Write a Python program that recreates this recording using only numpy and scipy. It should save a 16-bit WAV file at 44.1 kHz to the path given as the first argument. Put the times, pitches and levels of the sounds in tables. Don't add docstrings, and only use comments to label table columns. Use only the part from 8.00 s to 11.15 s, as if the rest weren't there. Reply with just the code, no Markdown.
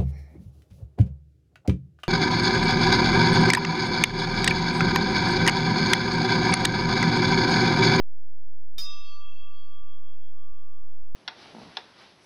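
import sys
import numpy as np
from scipy import signal
from scipy.fft import rfft, irfft
from scipy.io import wavfile
from scipy.ndimage import uniform_filter1d

SR = 44100
rng = np.random.default_rng(int(sys.argv[2]) if len(sys.argv) > 2 else 0)


def int16_out(signal):
    q = np.round(np.clip(np.atleast_2d(signal).T, -1, 1) * 32767)
    wavfile.write(sys.argv[1], SR, q.astype(np.int16))


def gain_from_db(level_db):
    decades = np.asarray(level_db, float) / 20
    return 10 ** decades


N = 138915

# f/Hz, level/dB, t60/s
BELL_MODES = [(1175, -55.5, 10.92), (2330, -77.0, 6.34), (2666.4, -55.1, 2.94), (2692.2, -57.8, 5.0),
              (3278.7, -45.1, 3.59), (3675, -32.7, 0.58), (4504, -54.1, 2.67), (4999.6, -30.8, 0.58),
              (5590, -40.3, 0.33), (6004.6, -51.8, 1.26)]
# f/Hz, then for each one level/dB, t60/s
SHORT_MODE_HZ = [6648, 3090, 6916, 11112]
SHORT_MODE_DECAY = [(-44.5, 0.31), (-48.5, 0.17), (-52.5, 0.099), (-61, 0.41)]
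# mode number, beat f/Hz, first dip t/s after the blow, share, extra fade/(dB/s)
SPLIT_PARTNERS = [(0, -2.17, 0.059, 0.14, -1.2), (0, -0.62, 1.244, 0.35, 4.9), (0, 3.29, 0.272, 0.94, 9.5),
                  (0, 1.3, 0.667, 0.3, -1.9), (1, -0.88, 0.587, 1.27, 10.5), (2, -2.41, 0.407, 0.37, -5.6),
                  (2, -0.95, 1.004, 0.34, -6.0), (2, -2.98, 0.065, 0.26, 1.2), (3, 1.83, 0.39, 0.13, -6.0),
                  (3, -0.51, 1.283, 0.21, -6.0), (3, 4.93, 0.004, 0.3, 2.4), (4, 4.68, 0.196, 1.6, 59.5),
                  (4, 0.34, 0.238, 1.6, 27.2), (4, 6.04, 0.076, 0.41, -3.0), (5, -1.2, 0.823, 1.6, 33.6),
                  (5, 5.97, 0.164, 0.56, 3.0), (6, -2.76, 0.165, 0.98, 12.4), (6, 2.1, 0.163, 0.99, 4.3),
                  (6, 3.79, 0.203, 0.32, -6.0), (7, 11.55, 0.013, 0.47, 70.0),
                  (7, -2.05, 0.081, 0.19, -6.0), (8, 14.6, 0.047, 0.97, 29.4), (9, 5.18, 0.076, 0.24, -6.0),
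                  (9, -13.54, 0.026, 0.61, 25.4)]
# f/Hz, level/dB per Hz
CLANG_COLOUR = [(59, -47), (100, -29.5), (2130, -27), (3610, -19.5), (3930, -31.5), (4860, -15),
                (5280, -17), (15500, -68)]
# f/Hz, level/dB, t60/s
STAND_MODES = [(7181, -14, .6), (7450, -4, .2), (7741, -4, .75), (8400, -11, .45), (2358, 17, .09),
               (8899, -6, .65), (9905, -12, .6), (6562, -22, 3)]
# f/Hz, level/dB per Hz
THUMP_COLOUR = [(50, -23), (80, -2.5), (250, -3), (500, -24), (2500, -36), (5000, -63)]
# t/s, level/dB, f/Hz, width/s
LECTERN_KNOCKS = [
    (0.67, -56, 45, .008),
    (1.4, -57, 45, .008),
    (.82, -67.5, 190, 0.0033),
    (0.25, -78, 1200, .002),
    (1.492, -73.5, 700, .003),
    (1.49, -84, 4500, .0004),
]
# t/s of the step, new value
OFFSET_STEPS = [(0, .096), (.4542, .1028), (.752, .097), (.775, .095), (.7984, .103), (1.0121, .096),
                (1.2671, .1062), (1.4299, .0984), (1.8243, .1079), (2.5215, .0983), (2.8229, .1061),
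                (3.0319, .0959)]
# multiple of BUZZ_HZ, level/dB
BUZZ_ORDERS = [(1, -84.5), (2, -65.5), (3, -77), (4, -90)]
# t/s, level/dB
BUZZ_HICCUPS = [(0.223, -72), (0.314, -70), (0.659, -71.5), (1.475, -73), (1.519, -70), (1.722, -76.5),
                (1.752, -69.5), (2.04, -67), (2.11, -70.5), (2.415, -67.5), (2.562, -71.5), (2.636, -70.5),
                (2.97, -71)]
# f/Hz, level/dB per Hz
HISS_COLOUR = [(180, -13.5), (300, -14.5), (610, -6), (663, -13), (708, -9.5), (1970, -12), (2140, -12.5),
               (4140, -15.5), (15500, -30.5)]
WHINE_HARMONICS_DB = [-97, -96, -102, -105, -100]
# f/Hz, level/dB
LINE_WHISTLES = [(12069, -106), (13340, -107), (14935, -107), (15680, -103)]

STRIKE_S, RISE_S = .7817, .00049
BLOW_DB, BLOW_S, BLOW_UNDER_HZ = 6, .048, 5300
BLOOM_S, BLOOM_UNDER_HZ = .024, 3400
DAMP_S, DAMP_DB_PER_S, DAMP_OVER_HZ = 1.2, 18, 4000
CLANG_DB, CLANG_T60_S, CLANG_S = -48, .51, .08
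TICK_DB, TICK_T60_S = -46, .03
STAND_DB = -67
HALL_DB, HALL_T60_S = -30, .4
THUMP_S, THUMP_WIDTH_S, THUMP_DB = .7805, .03, -59
CLIP_TOP, CLIP_BOTTOM, CLIP_KNEE = .0195, .032, 4.6
STEP_S, OVERSHOOT = .0135, .12
QUICK_S, QUICK_WITHIN_S = .003, .02
BUZZ_HZ, BUZZ_WAVER_DB = SR / 1024, 1.14
HICCUP_HZ, HICCUP_S = 225, .0025
HISS_DB, HISS_FLICKER_DB = -84.5, .8
HISS_RISE_DB = 4.5
RIPPLE_DB, RIPPLE_HZ, RIPPLE_FROM_HZ = 5, 25, 6000
WHINE_HZ, WHINE_FLICKER_DB, WHINE_DROP_DB = 1015, 6.5, -5


def evened(x):
    return x / np.sqrt(np.mean(x ** 2) + 1e-20)


def coloured(points, ripple_db=0):
    f, db = np.transpose(points)
    hz = np.fft.rfftfreq(N, 1 / SR)
    ripple = evened(uniform_filter1d(rng.standard_normal(len(hz)), size=round(RIPPLE_HZ / hz[1])))
    ripple *= ripple_db * np.clip(hz / RIPPLE_FROM_HZ - 1, 0, 1)
    shape = gain_from_db(np.interp(np.log(hz + 1), np.log(f + 1), db, left=-90) + ripple)
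    return evened(irfft(rfft(rng.standard_normal(N)) * shape, N))


def drift(span_s):
    size = round(span_s * SR)
    once = uniform_filter1d(rng.standard_normal(N), size=size)
    return evened(uniform_filter1d(once, size=size))


def since(s):
    return np.maximum(np.arange(N) / SR - s, 0)


def bump(t, centre_s, width_s):
    return np.exp(-.5 * ((t - centre_s) / width_s) ** 2)


def bell():
    t = since(STRIKE_S)
    short_modes = [(hz, *decay) for hz, decay in zip(SHORT_MODE_HZ, SHORT_MODE_DECAY)]
    ring = 0
    for k, (hz, db, t60) in enumerate(list(BELL_MODES) + short_modes):
        beats = 1
        for mode, beat_hz, dip_s, share, fade_db in SPLIT_PARTNERS:
            if mode == k:
                beats = beats - share * gain_from_db(-fade_db * t) * np.exp(2j * np.pi * beat_hz * (t - dip_s))
        if hz < BLOOM_UNDER_HZ and t60 > 1:
            start = 1 - np.exp(-(t / BLOOM_S) ** 2)
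        else:
            start = gain_from_db(BLOW_DB * (hz < BLOW_UNDER_HZ) * np.exp(-t / BLOW_S))
        late_db = DAMP_DB_PER_S * np.maximum(t - DAMP_S, 0) * (hz > DAMP_OVER_HZ)
        decay = gain_from_db(db - 60 * t / t60 - late_db)
        tone = np.exp(2j * np.pi * (hz * t + rng.random()))
        ring = ring + (start * beats * decay * tone).real
    clang = gain_from_db(CLANG_DB - 60 * t / CLANG_T60_S) / (1 + (t / CLANG_S) ** 12)
    tick = gain_from_db(TICK_DB - 60 * t / TICK_T60_S)
    return (ring + coloured(CLANG_COLOUR) * (clang + tick)) * np.minimum(t / RISE_S, 1)


def stand():
    t = since(STRIKE_S)
    return sum(gain_from_db(STAND_DB + db - 60 * t / t60) * np.sin(2 * np.pi * hz * t) for hz, db, t60 in STAND_MODES)


def hall(x):
    t = np.arange(SR) / SR
    reflections = rng.choice([-1., 1.], SR) * (rng.random(SR) < .05)
    tail = reflections * gain_from_db(-60 * t / HALL_T60_S) * (t > .01)
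    return gain_from_db(HALL_DB) * signal.fftconvolve(x, tail / np.linalg.norm(tail))[:N]


def thump():
    t = since(0)
    out = gain_from_db(THUMP_DB) * coloured(THUMP_COLOUR) * bump(t, THUMP_S, THUMP_WIDTH_S)
    for s, db, hz, width in LECTERN_KNOCKS:
        out += gain_from_db(db) * bump(t, s, width) * np.sin(2 * np.pi * hz * (t - s))
    return out


def overload(x):
    room = np.where(x > 0, CLIP_TOP, CLIP_BOTTOM)
    return x / (1 + abs(x / room) ** CLIP_KNEE) ** (1 / CLIP_KNEE)


def offset():
    t, out = since(0), OFFSET_STEPS[0][1]
    for (_, old), (s, new) in zip(OFFSET_STEPS, OFFSET_STEPS[1:]):
        u = (t - s) / (QUICK_S if abs(s - STRIKE_S) < QUICK_WITHIN_S else STEP_S)
        slide = .5 + .5 * np.sin(np.pi * np.clip(u, -.5, .5))
        swing = OVERSHOOT * np.sign(u) * np.exp(-((abs(u) - .75) / .23) ** 2)
        out = out + (new - old) * (slide + swing)
    return out


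def buzz():
    t, out = since(0), 0
    for k, db in BUZZ_ORDERS:
        waver = gain_from_db(db + BUZZ_WAVER_DB * drift(.034))
        out = out + waver * np.cos(2 * np.pi * (int(k) * BUZZ_HZ * t + rng.random()))
    for s, db in BUZZ_HICCUPS:
        out += gain_from_db(db) * bump(t, s, HICCUP_S) * np.sin(2 * np.pi * HICCUP_HZ * (t - s))
    return out


def hiss():
    t = since(0)
    after = t > STRIKE_S
    whine = sum(gain_from_db(db) * np.sin(2 * np.pi * (k + 1) * WHINE_HZ * t) for k, db in enumerate(WHINE_HARMONICS_DB))
    whine *= gain_from_db(WHINE_FLICKER_DB * drift(.02) + WHINE_DROP_DB * after)
    level = gain_from_db(HISS_DB + HISS_RISE_DB * after + HISS_FLICKER_DB * drift(.054))
    whistles = sum(gain_from_db(db) * np.sin(2 * np.pi * hz * t) for hz, db in LINE_WHISTLES)
    return level * coloured(HISS_COLOUR, RIPPLE_DB) + whine + whistles


def scene():
    ring = bell() + stand()
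    return (ring + hall(ring))[None]


def top_cut(x):
    return signal.sosfilt(signal.butter(12, 15710, fs=SR, output="sos"), x)


def record(dry):
    mix = overload(dry) + thump() + hiss() + buzz() + offset()
    return top_cut(mix)


dry = scene()
out = record(dry)
int16_out(out)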